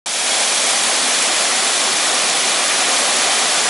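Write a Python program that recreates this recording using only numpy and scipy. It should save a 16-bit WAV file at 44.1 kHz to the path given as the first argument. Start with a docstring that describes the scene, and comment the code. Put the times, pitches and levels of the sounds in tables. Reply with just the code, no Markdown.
"""A braiding machine at full speed in a large workshop. After a blink of silence the sound opens abruptly,
leaning slightly to the right, and fades up: knocks of bobbin carriers, so thick that they fuse into a roar
coloured by the steel deck, with low thumps, a faint gear whine and a near rattle, all made from random
clicks or filtered noise. The hall adds a smooth wash of noise. The listener then backs away: the deck and
gears change their balance, the rattle dies out, the sound centres and on the whole grows duller."""
import sys
import numpy as np
from scipy import signal
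from scipy.io import wavfile

SR = 44100
rng = np.random.default_rng(int(sys.argv[2]) if len(sys.argv) > 2 else 0)


def wav_out(sig):
    """Save sig, one row per channel (or a flat mono array), as 16-bit PCM at SR to the path in sys.argv[1]."""
    wavfile.write(sys.argv[1], SR, np.round(np.clip(np.atleast_2d(sig).T, -1, 1) * 32767).astype(np.int16))


def invert_db(level):
    """Linear amplitude ratio for a level in decibels (20 dB per decade), elementwise."""
    return 10 ** (np.asarray(level, dtype=float) / 20)


N = 162729  # length in samples

# How loud and how bright the scene is over time, ahead of the microphone's bass cut:
# start_s, level_db, tilt_db_per_octave (around 2000 Hz)
LOUDNESS = [(0.07, -21.5, 0), (0.12, -20, 0), (0.2, -18.5, 0), (0.32, -16, -0.45), (0.6, -16, -0.32),
            (1.0, -15.5, -0.6), (1.5, -15.5, -0.63), (2.1, -15.5, -0.8), (2.8, -15, -1), (3.3, -15, -0.9),
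            (3.67, -15, -1)]
# Basic colour of the carriers' clatter: pitch_hz, level_db_per_hz
CLATTER_COLOUR = [(20, 2), (50, -10), (100, -16.5), (160, -13), (250, -9.5), (330, -8.5), (480, -6),
                  (745, -0.5), (907, -4), (1500, -4.5), (2380, -3.5), (2690, -3), (3440, -3), (5000, -4.5),
                  (8000, -5.5), (10200, -7)]
# Resonances of deck and carriers: pitch_hz, width_hz, near_boost_db, far_boost_db
DECK_RESONANCES = [(140, 27, -4, -2), (245, 18, 5.5, 4), (350, 26, -4, -3.5), (366, 18, 3.5, 4.5),
                   (580, 62, 3.5, 1), (910, 71, 1.5, -3.5), (1140, 190, -0.5, 2.5), (1940, 140, -0.5, 2),
                   (2375, 105, 3, 1.5), (2770, 130, -5, -2), (3320, 270, 2, 1), (3480, 140, -1, 1.5),
                   (4120, 140, -0.5, 1.5), (4600, 130, 1.5, 2.5), (4820, 200, -4.5, -3.5),
                   (6100, 4300, 2, 1.5), (11150, 1800, 3, 3)]
# Wavering gear tones: pitch_hz, width_hz (of each filter pass), near_level_db, far_level_db (against the roar)
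GEAR_TONES = [(203, 3.6, -37.5, -39), (269, 11, -41, -33.5), (2403, 24, -29, -24), (3396, 60, -29, -29),
              (3500, 60, -23, -26)]
# Colour of the sound from the sides of the hall: pitch_hz, level_db_per_hz
HALL_COLOUR = [(30, -9), (65, -21), (130, -18), (257, -9.5), (500, -3.5), (745, 0.5), (930, -0.5),
               (2000, -0.5), (4410, 0.5), (7000, -1), (10200, -4.5)]
# Ringing of the deck plate under heavier knocks: pitch_hz
THUMP_PITCHES = [653, 717, 758, 796]

OPENS_S = 0.0596
STEP_BACK_S, STEP_LENGTH_S = 0.73, 0.33  # middle and spread of the move away
LEAN_DB, LEAN_FADE_S = -0.3, 1.5  # left against right at time zero, and how slowly it centres
HALL_DB, HALL_PATCH_DB = -15, 0.6  # level against the roar; flicker of each band
RATTLE_HZ, RATTLE_WIDTH_HZ, RATTLE_PER_S = 3300, 210, 60
RATTLE_DB, RATTLE_FADE_S = -19, 1.06  # level before its fade
THUMPS_PER_S, THUMP_WIDTH_HZ, THUMP_DB = 45, 38, -21.5  # thumps of all pitches together
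KNOCKS_PER_S, KNOCK_SPREAD_DB = 9000, 2  # rate in each of three trains; unevenness of every kind of knock
RINGS_PER_S, RING_T60_S, RING_DB = 700, 0.061, -3.5  # time to fall by 60 dB; level against the knocks
RING_LOW_HZ, RING_HIGH_HZ = 605, 10766
SURGE_DB, SURGE_PER_S = 0.17, 3.9  # all carriers together
PATCH_DB, PATCH_PER_S = 0.46, 23  # each band alone; the hall shares this rate
LUMP_DB, LUMP_PER_S, LUMP_BELOW_HZ = 2, 11, 290  # the rumble comes in lumps
TILT_ABOVE_HZ = 120  # the deep rumble fills the hall and is left out of the tilt
BASS_CUT_HZ, TREBLE_CUT_HZ = 202, 11010


def at_hz(points, hz):
    """Reads a spectrum between its points, on a log-frequency axis."""
    points_hz, points_db = np.transpose(points)
    return np.interp(np.log(hz), np.log(points_hz), points_db)


def rms_one(x):
    """Scales a sound to rms 1."""
    return x / np.sqrt(np.mean(x ** 2) + 1e-20)


def drift(rate):
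    """Slow random wandering of spread 1: noise smoothed at one point per 40 samples, then joined by lines."""
    r = np.exp(-80 * np.pi * rate / SR)
    noise = rng.standard_normal(N // 40 + 2002)
    slow = signal.lfilter([1], [1, -2 * r, r * r], noise)[2000:]  # leave out the filter's start
    return np.interp(np.arange(N) / 40, np.arange(len(slow)), rms_one(slow))


def resonance(x, hz, width):
    """A part that rings at one pitch: a band-pass of gain 1 at its peak."""
    r = np.exp(-np.pi * width / SR)
    feedback = [1, -2 * r * np.cos(2 * np.pi * hz / SR), r * r]
    return signal.lfilter([(1 - r * r) / 2, 0, (r * r - 1) / 2], feedback, x)


def coloured(sources, spectrum, patchy_db, tilt_db):
    """Third-octave bands, taking the sources in turn, each with its own level and flicker."""
    out = 0
    edges = 16 * 2 ** (np.arange(31) / 3)
    for k, (low, high) in enumerate(zip(edges, edges[1:])):
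        hz = min(np.sqrt(low * high), 1e4)
        band_filter = signal.butter(2, [low, high], "band", fs=SR, output="sos")
        band = signal.sosfilt(band_filter, sources[k % len(sources)])
        octaves = np.log2(hz / 2000) if hz > TILT_ABOVE_HZ else 0
        level_db = at_hz(spectrum, hz) + tilt_db * octaves + patchy_db * drift(PATCH_PER_S)
        out = out + invert_db(level_db) * band
    return out


def stepped_back():
    """Moves smoothly from 0 close to the machine to 1 after the listener has backed away."""
    t = np.arange(N) / SR
    return 0.5 + 0.5 * np.tanh((t - STEP_BACK_S) / STEP_LENGTH_S)


def knocks(rate, count):
    """Trains of clicks at random moments, of random sign and uneven size."""
    shape = (count, N)
    sizes = invert_db(KNOCK_SPREAD_DB * np.minimum(rng.exponential(1, shape), 3.0))
    return (rng.random(shape) < rate / SR) * rng.choice([-1, 1], shape) * sizes


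def hall(tilt_db):
    """Smooth late echoes, made as coloured noise of opposite sign in the two channels."""
    wash = coloured(rng.standard_normal((2, N)), HALL_COLOUR, HALL_PATCH_DB, tilt_db)
    return invert_db(HALL_DB) * rms_one(wash) * [[1], [-1]]


def rattle():
    """A part close by rings in a narrow band at each knock and is lost as the listener backs away."""
    hits = knocks(RATTLE_PER_S, count=1)[0]
    ring = resonance(hits, RATTLE_HZ, RATTLE_WIDTH_HZ)
    ring = resonance(ring, RATTLE_HZ, RATTLE_WIDTH_HZ)
    t = np.arange(N) / SR
    return invert_db(RATTLE_DB) * rms_one(ring) * np.exp(-(t / RATTLE_FADE_S) ** 2 / 2)


def thumps():
    """Heavier knocks ring in the deck plate, each pitch struck by knocks of its own."""
    count = len(THUMP_PITCHES)
    hits = knocks(THUMPS_PER_S / count, count) + 1e-18  # the tiny offset keeps the filters fast
    total = 0
    for train, hz in zip(hits, THUMP_PITCHES):
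        ring = resonance(train, hz, THUMP_WIDTH_HZ)
        total = total + resonance(ring, hz, 3 * THUMP_WIDTH_HZ)
    return invert_db(THUMP_DB) * rms_one(total)


def gears():
    """Gear whine as narrow bands of noise: tones that waver in height and strength."""
    back = stepped_back()
    total = 0
    for hz, width, near_db, far_db in GEAR_TONES:
        tone = resonance(rng.standard_normal(N), hz, width)
        tone = rms_one(resonance(tone, hz, width))
        total = total + invert_db(near_db + (far_db - near_db) * back) * tone
    return total


def rings(count):
    """Loose parts ring on: each harder knock strikes one of many small metal parts."""
    hits = knocks(RINGS_PER_S, count=1)[0]
    # higher parts are struck more often
    chances = np.arange(count, 3 * count, 2) / (count * (2 * count - 1))
    struck_part = rng.choice(count, N, p=chances)
    pitches = np.geomspace(RING_LOW_HZ, RING_HIGH_HZ, count) * rng.uniform(0.995, 1.005, count)
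    width = np.log(1000) / (np.pi * RING_T60_S)
    total = 0
    for k, hz in enumerate(pitches):
        own_hits = hits * (struck_part == k) + 1e-18
        total = total + np.sqrt(hz) * resonance(own_hits, hz, width)
    return rms_one(total)


def carriers(tilt_db):
    """Dense knocks and ringing parts fuse into a roar, which the deck's resonances colour."""
    contacts = rms_one(knocks(KNOCKS_PER_S, count=3)) + invert_db(RING_DB) * rings(count=180)
    roar = coloured(contacts, CLATTER_COLOUR, PATCH_DB, tilt_db)
    back = stepped_back()
    for hz, width, near_db, far_db in DECK_RESONANCES:
        boost = invert_db(near_db + (far_db - near_db) * back)
        roar = roar + (boost - 1) * resonance(roar, hz, width)
    rumble = signal.sosfilt(signal.butter(2, LUMP_BELOW_HZ, fs=SR, output="sos"), roar)
    roar = roar + rumble * (invert_db(LUMP_DB * drift(LUMP_PER_S)) - 1)
    return rms_one(roar) * invert_db(SURGE_DB * drift(SURGE_PER_S))


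def scene():
    """Machine in front, hall around; loudness and tilt change as the listener backs away."""
    t = np.arange(N) / SR
    start_s, level_db, tilt_db = np.transpose(LOUDNESS)
    level_db = np.interp(t, start_s, level_db)
    tilt_db = np.interp(t, start_s, tilt_db)
    lean = invert_db(LEAN_DB / 2 * np.exp(-t / LEAN_FADE_S) * [[1], [-1]])  # left, right
    machine = rattle() + thumps() + gears() + carriers(tilt_db)
    return invert_db(level_db) * (hall(tilt_db) + machine * lean)


def roll_off(x):
    """The treble ends steeply here."""
    return signal.sosfilt(signal.butter(12, 11950, fs=SR, output="sos"), x)


def record(dry):
    """The microphone is weak in the bass and opens at once; the treble is cut sharply."""
    thin = signal.sosfilt(signal.butter(2, BASS_CUT_HZ, "high", fs=SR, output="sos"), dry)
    opened = thin * (np.arange(N) / SR > OPENS_S)
    treble_cut = signal.ellip(20, 0.1, 100, TREBLE_CUT_HZ, fs=SR, output="sos")
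    mix = signal.sosfilt(treble_cut, opened)
    return roll_off(mix)


dry = scene()
out = record(dry)
wav_out(out)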